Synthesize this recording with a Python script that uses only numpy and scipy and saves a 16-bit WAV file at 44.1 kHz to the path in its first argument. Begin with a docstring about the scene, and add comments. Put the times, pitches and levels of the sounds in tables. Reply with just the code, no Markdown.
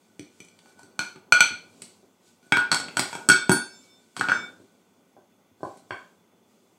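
"""A steel cup in a small tiled kitchen, over a soft low rumble, faint whines and hiss (shaped noise).
Dry goods rustle in the sliding cup (patchy noise and a narrow-band hum). Early on, ringing taps and dry clacks
alternate, then come dense metallic clinks and clacks (damped modes and a noise burst); dull knocks are further off.
After some blows the pot's thin wall sings on in beating modes, and a spoon jolts once (bright modes).
Late on, two stronger dull knocks stand out."""
import sys
import numpy as np
from scipy import signal
from scipy.fft import rfft, irfft, next_fast_len
from scipy.io import wavfile
from scipy.ndimage import uniform_filter1d

SR = 44100
rng = np.random.default_rng(int(sys.argv[2]) if len(sys.argv) > 2 else 0)


def dump(signal):
    """Clip the signal to [-1, 1] and save it as 16-bit WAV at the path in sys.argv[1]."""
    limited = np.clip(np.atleast_2d(signal).T, -1, 1)
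    pcm = np.round(limited * 32767).astype(np.int16)
    wavfile.write(sys.argv[1], SR, pcm)


N = 298998  # samples


def amp(db):
    """Level to amplitude: 20 dB is a factor of ten."""
    return 10 ** (np.asarray(db) / 20)


def unit(x):
    """Normalisation: scale x to an rms of 1."""
    return x / np.sqrt(np.mean(x ** 2) + 1e-20)


def along(points, hz):
    """Logarithmic pitch scale: interpolate (frequency [Hz], value) points on a log axis."""
    point_hz, values = np.transpose(points)
    return np.interp(np.log(hz + 1), np.log(point_hz + 1), values)


def filtered(x, response):
    """Linear filtering: multiply the spectrum of x by a response of frequency."""
    size = next_fast_len(N + 8192)
    spectrum = rfft(x, size) * response(np.fft.rfftfreq(size, 1 / SR))
    return irfft(spectrum, size)[..., :N]


def noise(spectrum, patchy_db):
    """Coloured noise: a random signal with patches of random gain in time and frequency, at rms 1."""
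    cells = signal.stft(rng.standard_normal(N + 512), nperseg=512)[2]
    patches = uniform_filter1d(rng.standard_normal(cells.shape), 5, 0)
    patches = unit(uniform_filter1d(patches, 8, 1))
    patchy = signal.istft(cells * amp(patchy_db * patches), nperseg=512)[1][:N]
    return unit(filtered(patchy, lambda hz: amp(along(spectrum, hz))))


def narrow(bands):
    """Resonance: noise in (centre [Hz], width [Hz], level [dB]) bands, each at its own rms level."""
    def response(f):
        total = 0
        for hz, width, db in bands:
            rms_gain = np.sqrt(SR * width / np.pi) / 2 / np.sqrt(2)
            total = total + amp(db) * rms_gain / (width / 2 + 1j * (f - hz))
        return total
    return filtered(rng.standard_normal(N), response)


def ring(hz, db, t60, seconds, rise, swell=1):
    """Modal decay: exponentially damped sines, at slightly new strengths for every blow."""
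    t = np.arange(int(seconds * SR)) / SR
    db = db + 1.5 * rng.standard_normal(len(hz))
    decay_db = -60 * t / np.maximum(t60, .003)[:, None]
    modes = amp(db[:, None] + decay_db) * np.sin(2 * np.pi * np.outer(hz, t))
    onset = 1 - np.exp(-t / max(rise, 1e-4))
    return (modes * swell).sum(0) * onset


# Reverberation of the tiled kitchen: (frequency [Hz], t60 [s])
KITCHEN_DECAY = [(150, 0.17), (600, 0.36), (1500, 0.34), (4000, 0.39), (8000, .3), (14000, 0.23)]


def add(out, s, sound, room_db):
    """Room response: decaying diffuse noise; the source moves, so each answer is new."""
    hz, t, cells = signal.stft(rng.standard_normal(SR // 2), SR, nperseg=256)
    decay_db = -60 * t / along(KITCHEN_DECAY, hz)[:, None]
    tail = signal.istft(cells * amp(decay_db), SR, nperseg=256)[1]
    # echoes thicken over the first milliseconds
    tail = tail * (1 - np.exp(-np.arange(len(tail)) / (0.0033 * SR)))
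    heard = amp(room_db) * signal.fftconvolve(sound, tail / np.linalg.norm(tail))
    heard[:len(sound)] += sound
    part = out[round(s * SR):][:len(heard)]
    part += heard[:len(part)]


# Course of the low rumble, swelling with the room's low boom around the hits: (time [s], level [dB])
RUMBLE_COURSE = [(0.0, -65.5), (0.34, -62), (0.73, -61.5), (1.02, -58.5), (1.75, -57), (2.08, -64),
                 (2.5, -65), (2.66, -49.5), (3.44, -49.5), (3.52, -54), (3.91, -61.5), (4.148, -66.5),
                 (4.21, -52), (4.36, -41), (4.65, -63), (5.5, -65), (5.85, -61.5), (6.78, -64)]
# Colour of the low rumble: (frequency [Hz], relative level per Hz [dB])
RUMBLE_COLOUR = [(15, -59), (25, -34), (102, -6), (143, -22), (167, -5.5), (261, -5), (295, -9.5),
                 (394, -7), (422, -10), (1500, -22.5), (1950, -54), (3300, -120)]
# Colour of the hiss: (frequency [Hz], relative level per Hz [dB])
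HISS_COLOUR = [(530, -26), (900, -0.5), (1050, -13), (1770, -14), (1900, -6.5), (2330, -7), (2960, -10.5),
               (3470, -9.5), (3770, -16), (6030, -18.5), (6560, -15), (7680, -20.5), (16000, -20.5)]
# Faint steady whines: (frequency [Hz], width [Hz], level [dB])
WHINE_BANDS = [(3460, 30, -80), (6330, 250, -80.5)]


def background():
    """Stationary and modulated noise: a soft low rumble that swells, faint whines and steady hiss."""
    times, levels_db = np.transpose(RUMBLE_COURSE)
    rumble_gain = amp(np.interp(np.arange(N) / SR, times, levels_db))
    rumble = rumble_gain * noise(RUMBLE_COLOUR, patchy_db=1)
    hiss = amp(-73.5) * noise(HISS_COLOUR, patchy_db=-1.3)
    return rumble + hiss + narrow(WHINE_BANDS)


# Swishes of dry goods as the cup slides:
# (time of peak [s], rustle level [dB], hum level [dB], rise per 20 dB [s], fall per 20 dB [s])
SLIDES = [(.05, -72, -72.5, .5, 0.65), (.38, -65.5, -76.5, 0.3, 0.52), (.7, -64, -62, .25, 0.13),
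          (0.802, -66, -60.5, 0.086, 0.32), (1.0, -51, -66.5, 0.0092, 0.18), (1.6, -67.5, -70.5, .45, 0.74),
          (1.86, -58.5, -70.5, .3, 0.25), (2.28, -62, -73, .12, 0.19), (2.45, -67, -66.5, 0.071, .9),
          (3.15, -48, -55.5, 0.39, 0.19), (3.4, -63.5, -66.5, 0.48, 2.2), (3.858, -61.5, -73.5, .2, 0.08),
          (4.18, -50, -55, 0.028, 0.41), (5.649, -61, -65, .07, 0.35), (5.79, -63.5, -75, 0.15, 0.065),
          (5.92, -63.5, -85.5, .08, 0.38), (6.519, -72.5, -89.5, .25, 1.5)]
# Colour of the sliding grains: (frequency [Hz], relative level per Hz [dB])
GRAIN_COLOUR = [(800, -39), (2000, -11), (4000, -4.5), (6000, -6), (7800, -2), (10000, -12.5),
                (12500, -17.5), (16000, -31.5)]


def rustle():
    """Friction noise: grains slide on steel, and the sliding cup hums faintly on its own modes."""
    time = np.arange(N) / SR
    swells = []
    for peak, _, _, rise, fall in SLIDES:
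        swells.append(amp(-20 * np.maximum((peak - time) / rise, (time - peak) / fall)))
    # overlapping slides add in power
    powers = amp(np.transpose(SLIDES)[1:3]) ** 2
    rustle_gain, hum_gain = np.sqrt(powers @ np.array(swells) ** 2)
    # uneven grain strikes
    strikes_db = np.minimum(4 * rng.exponential(size=N // 40 + 1), 12)
    grains = uniform_filter1d(amp(strikes_db).repeat(40)[:N], 30)
    hiss = unit(noise(GRAIN_COLOUR, patchy_db=1.5) * (1 + .15 * grains))
    hum = unit(narrow([(1490, 14, 2.5), (2340, 29, -5.5), (4500, 36, -7.0), (6100, 80, -10.0), (8340, 80, -7.5)]))
    return rustle_gain * hiss + hum_gain * hum


def crash(colour, t60):
    """Modal overlap: the contact's many short-lived modes blur into a burst of coloured noise."""
    size = SR // 10
    spectrum = rfft(rng.standard_normal(size)) * amp(along(colour, np.fft.rfftfreq(size, 1 / SR)))
    return irfft(spectrum) * amp(-60 * np.arange(size) / SR / t60)


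# Modes of the worktop: (frequency [Hz], relative level [dB], t60 [s])
WORKTOP_MODES = [(136, -12, 0.042), (195, 0, 0.06), (241, -6, 0.13), (297.4, 7, 0.05), (374, -2.5, 0.15),
                 (622, -5.5, 0.015)]
# Centres of the upper mode families of the cup: (frequency [Hz])
FAMILY_CENTRES = [2400, 3300, 4400, 6000, 8100, 10500]


def clatter(contacts, modes, family_db, ring_db, ring_loss, crash_t60):
    """Impact excitation: contact hardness tilts the upper modes, the spot struck sets the middle family."""
    out = np.zeros(N)
    hz, db, share = np.transpose(modes)
    low_hz, low_db, low_t60 = np.transpose(WORKTOP_MODES)
    octaves = np.log2(np.array(FAMILY_CENTRES) / 4400)
    for s, thud_db, clunk_db, bowl_db, upper_db, tilt_db, spot_db, damping, crash_db in contacts:
        families_db = upper_db + tilt_db * octaves + family_db + spot_db * (octaves == 0)
        upper = list(zip(FAMILY_CENTRES, families_db))
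        top_db = families_db[-1]
        struck_db = along([(880, clunk_db), (1500, bowl_db)] + upper, hz)
        struck_db = struck_db + (ring_db - ring_loss * crash_db) * (hz > 2000)
        contact = ring(hz, db + struck_db, share * damping, .3, rise=.0001)
        # the worktop thuds below
        contact[:len(contact) // 2] += ring(low_hz, low_db + thud_db - 6, low_t60, .15, rise=0.0002)
        colour = [(200, clunk_db - 21.0), (800, clunk_db + 12.5)] + upper
        colour = colour + [(12000, top_db - 15.0), (16000, top_db - 19)]
        contact[:SR // 10] += amp(crash_db) * crash(colour, crash_t60)
        add(out, s, contact, room_db=-2.5)
    return out


# Ringing taps: (time [s], worktop thud [dB], clunk [dB], bowl mode [dB], upper modes [dB],
# their tilt [dB per octave], extra of the 4.4 kHz family for the spot struck [dB], damping time [s],
# crash relative to its colour [dB]); the levels are relative
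RINGING_TAPS = [(0.1946, -35, -58, -58, -39.5, -0.3, -9, 0.025, 0),
                (0.403, -43, -70, -56.5, -46.5, 1.1, -12, 0.059, 5),
                (0.4486, -81, -73, -73, -58, 5, -11, 0.04, 8),
                (0.4848, -73, -72, -71, -56.5, -0.5, -6, 0.057, -8),
                (0.6589, -84, -47.5, -70, -65, -1, -4, 0.05, 6),
                (0.793, -64, -53, -60, -63, 7.5, 2, 0.043, 14),
                (0.832, -48, -64, -56, -60, 5, 2, 0.037, 10.5),
                (0.9921, -35, -19.5, -19, -26, -1.3, 2.5, 0.03, -5),
                (1.323, -35, -21, -8.5, -18.5, -5.5, 2.5, 0.069, 1),
                (1.4061, -35.5, -24, -10, -13.5, -3.5, -0.94, 0.049, -3.5),
                (2.4285, -59.5, -67, -60, -68, -0.8, -3.3, 0.046, -12)]
# Modes of the tapping cup: (frequency [Hz], relative level [dB], share of the damping time [1])
TAP_MODES = [(954, -3.5, .45), (1451, 3.5, 1.38), (2385, 2, 0.29), (2374, -0.5, 0.82), (3020, -1, 0.73),
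             (3287, 1.5, 0.45), (4306, 4, 0.49), (6040, 7, 0.38), (7476, -7, 0.45), (8020, 4, 0.3),
             (8670, -5.5, 0.53), (10150, -4.5, .5), (13300, -9, .8)]
# How readily each mode family answers a tap: (relative level [dB])
TAP_FAMILIES = [1.5, -3, 2, 0, 0.5, -8.5]


def taps():
    """Damped free vibration: the hand-held cup rings cleanly at each tap."""
    return clatter(RINGING_TAPS, TAP_MODES, TAP_FAMILIES, ring_db=-0.4, ring_loss=0, crash_t60=.016)


# Dry clacks early, then dense clinks and clacks: (time [s], worktop thud [dB], clunk [dB], bowl mode [dB],
# upper modes [dB], their tilt [dB per octave], extra of the 4.4 kHz family for the spot struck [dB],
# damping time [s], crash relative to its colour [dB]); the levels are relative
CLINKS_AND_CLACKS = [(0.5898, -71.5, -79, -70, -54.5, -2, -1, 0.031, 7.7),
                     (1.1591, -43, -47.5, -52.5, -54, -4.5, -4, 0.032, 5),
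                     (1.8197, -44, -52, -73.5, -38.5, 4.5, -2.5, 0.036, 7),
                     (2.4662, -53, -68.5, -65, -69, 6, -6, 0.023, 8),
                     (2.522, -21.5, -26, -8.5, -22, -8.5, -6.5, 0.076, 5.6),
                     (2.5701, -29.5, -20, -12.5, -34.5, -4, 2.5, 0.09, 4.2),
                     (2.7159, -33.5, -25.5, -19, -22.5, 0.7, 7.5, 0.075, 7),
                     (2.7266, -29.5, -25.5, -17, -26, -0.1, 5.5, 0.071, 7),
                     (2.7448, -45, -32.5, -32, -27.5, 4.5, 5.5, 0.059, 7.7),
                     (2.8, -45, -36.5, -34, -35.5, 2, 6, 0.025, 6.5),
                     (2.884, -45, -44, -49, -41, -9, -8, 0.031, 5.9),
                     (2.9698, -30.5, -28, -18, -25, 2.3, -2, 0.054, 5.5),
                     (2.9939, -25, -29, -26.5, -19.5, 1.1, 4.5, 0.031, 7),
                     (3.129, -52.5, -30, -37, -43, -2.5, -8.5, 0.13, 2.3),
                     (3.152, -35, -28.5, -32.5, -39.5, -1.6, -9.5, 0.055, 1.58),
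                     (3.2887, -18.5, -29.5, -11.5, -21, 7, -0.2, 0.062, 1.5),
                     (3.299, -21, -34, -9.5, -21.5, 0, -3, 0.098, 3),
                     (3.317, -27.5, -30.5, -22, -27.5, -0.4, 8.5, 0.098, 4),
                     (3.4945, -10.5, -15.5, -13.5, -22.5, 3, -9, 0.043, 3.1),
                     (3.5159, -27.5, -34, -15.5, -29.5, 3.5, -5, 0.09, 2.57),
                     (4.1661, -52, -36.5, -36, -36, -1.5, 1, 0.03, 8.3),
                     (4.1741, -44, -37.5, -45.5, -39, 3.5, 1.5, 0.015, 3.9),
                     (4.1951, -32, -35, -58, -39, -2, 2.1, 0.088, 1.9),
                     (4.2108, -30, -25, -14.5, -32.5, -6.5, -4, 0.04, 5.7),
                     (4.286, -30.5, -30, -20, -35, -11, 1, 0.1, 6.1),
                     (4.2968, -60, -41, -12.5, -38, -7, 4, 0.039, 7.2),
                     (4.3184, -68, -77, -11, -37.5, -7, -0.4, 0.046, 3.9),
                     (5.7724, -51, -64, -69.5, -59.5, 8.5, 0, 0.017, 5.4)]
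# Modes of the clinking metal: (frequency [Hz], relative level [dB], share of the damping time [1])
CLINK_MODES = [(730, -16.5, 0.9), (930, 0.5, 0.41), (1461.4, 2, 1.1), (1570, -10.5, 2.7),
               (2257.5, -2.5, 0.85), (2356, 0, 0.44), (2580, -1.5, 0.39), (3279, 4, 0.27),
               (3720, -1, 0.092), (4420, -1.5, .6), (4448, 0.5, 0.18), (4680, -4, 0.17), (5550, 3.5, 0.34),
               (6380, 0.5, 0.44), (7930, -2, 0.36), (8010, 2.5, .5), (8380, -3, 0.47), (9630, -2.5, .4),
               (10335, -13, 0.46), (13220, -9.5, .4)]
# How readily each mode family answers a clink: (relative level [dB])
CLINK_FAMILIES = [-0.54, 1.35, 1.5, -5.5, 1.5, -9]


def clinks():
    """Contact damping: rougher than the taps, they lose .9 dB of upper ring per dB of crash."""
    return clatter(CLINKS_AND_CLACKS, CLINK_MODES, CLINK_FAMILIES, ring_db=2.74, ring_loss=.9, crash_t60=.032)


# Dull knocks: (time [s], level [dB], brightness, 2/3 of the low-pass cutoff [Hz], relative rattle level [dB])
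DULL_KNOCKS = [(1.507, -23, 196, -58), (1.823, -39, 151, -60.5), (2.03, -40.5, 420, -50),
               (4.6, -34, 303, -59.5), (5.166, -39.5, 550, -53), (5.513, -38, 198, -59),
               (5.606, -38.5, 575, -43.5), (5.631, -17, 575, -39), (5.907, -21.5, 1950, -26.5)]
# Modes of the shelf: (frequency [Hz], relative level [dB], t60 [s])
SHELF_MODES = [(109, -11.5, 0.028), (400, -4.5, 0.018), (628, 0, 0.013), (785, -0.8, .015),
               (1020, 0.5, .02), (1552, 1.9, 0.027), (2250, -5.5, 0.019), (2740, -6.5, 0.013),
               (3220, -7, 0.017)]
# Modes of the crockery: (frequency [Hz], relative level [dB], t60 [s])
CROCKERY_MODES = [(4470, 4.5, 0.03), (5570, -3, .03), (7870, -8, .03), (8750, -12, 0.034)]


def knocks():
    """Contact duration as a low-pass: a slow push reaches only the low modes; crockery rattles along."""
    out = np.zeros(N)
    hz, db, t60 = np.transpose(SHELF_MODES)
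    china_hz, china_db, china_t60 = np.transpose(CROCKERY_MODES)
    for s, knock_db, bright_hz, rattle_db in DULL_KNOCKS:
        wood = ring(hz, db + knock_db, t60, .1, rise=0.00047)
        soft_contact = signal.butter(4, 1.5 * bright_hz, fs=SR, output="sos")
        wood = signal.sosfilt(soft_contact, wood)
        china = ring(china_hz, china_db + knock_db + rattle_db, china_t60, .1, rise=0.00034)
        add(out, s, wood + china, room_db=1.5)
    return out


# Blows that set the free pot singing: (time [s], relative level [dB], tilt [dB per octave],
# time until it is touched [s], pace of the beating [1])
SINGING_BLOWS = [(3.30, -40.5, -13, 0.13, 1.2), (3.50, -44.5, 3, 0.49, 2.5), (4.29, -41.5, -8.5, 0.18, 1.3)]
# Modes of the thin wall: (frequency [Hz])
POT_MODES = [2264, 3569, 5295, 6135, 7286, 8513, 11330]
# Close pair at each mode: (relative level [dB], t60 while free [s], beat rate at pace 1 [Hz])
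POT_PAIRS = [(-2, 1.3, 2.6), (-0.8, 1.5, 2.2), (0.5, 1.3, 4.1), (3.5, .45, 6), (-0.5, 1.1, 3.6),
             (-5, .51, 8), (-9.5, .3, 9)]


def pot():
    """Beating of near-degenerate modes: pairs start nearly opposed, so the tone swells until a touch stills it."""
    out = np.zeros(N)
    db, t60, beat = np.transpose(POT_PAIRS)
    octaves = np.log2(np.array(POT_MODES) / 4000)
    t = np.arange(int(.9 * SR)) / SR
    for s, blow_db, tilt_db, free, pace in SINGING_BLOWS:
        swell = .3 + np.sin(np.pi * np.outer(pace * beat, t))
        touch = amp(-60 * np.maximum(t - free, 0) / 0.21)
        level_db = db + blow_db + tilt_db * octaves
        add(out, s, ring(POT_MODES, level_db, t60, .9, .003, swell * touch), room_db=-14)
    return out


# Jolt of the spoon: (time [s], relative level [dB])
SPOON_JOLT = (3.515, -24.5)
# Modes of the spoon: (frequency [Hz])
SPOON_MODES = [2644, 4474, 6422, 8515, 9244, 11720, 11978]
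# Decay of each mode: (relative level [dB], t60 [s])
SPOON_DECAY = [(-18.5, 0.48), (-1.5, 0.4), (-12, 0.54), (-11, 0.26), (3.5, 0.27), (-13.5, 0.25), (-8, .17)]


def spoon():
    """Free vibration of a light metal body: one bright jolt rings in high damped modes."""
    out = np.zeros(N)
    s, jolt_db = SPOON_JOLT
    db, t60 = np.transpose(SPOON_DECAY)
    add(out, s, ring(SPOON_MODES, db + jolt_db, t60, 0.48, rise=0.00197), room_db=-16.0)
    return out


def scene():
    """Superposition: the pressures of all sources add at one microphone."""
    ambience = background() + rustle()
    cup = taps() + clinks()
    return (ambience + cup + knocks() + pot() + spoon())[None]


def record(dry):
    """Transducer limits: the small microphone loses deep bass, the preamp adds noise and rounds peaks."""
    bass_cut = signal.butter(6, 104, "high", fs=SR, output="sos")
    thin = signal.sosfilt(bass_cut, dry)
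    thin = thin + amp(-77.5) * rng.standard_normal(dry.shape)
    rounded = thin / (1 + np.abs(thin / .96) ** 8) ** (1 / 8)
    return filtered(rounded, lambda hz: hz < 15800)  # the band ends sharply


dry = scene()
out = record(dry)
dump(out)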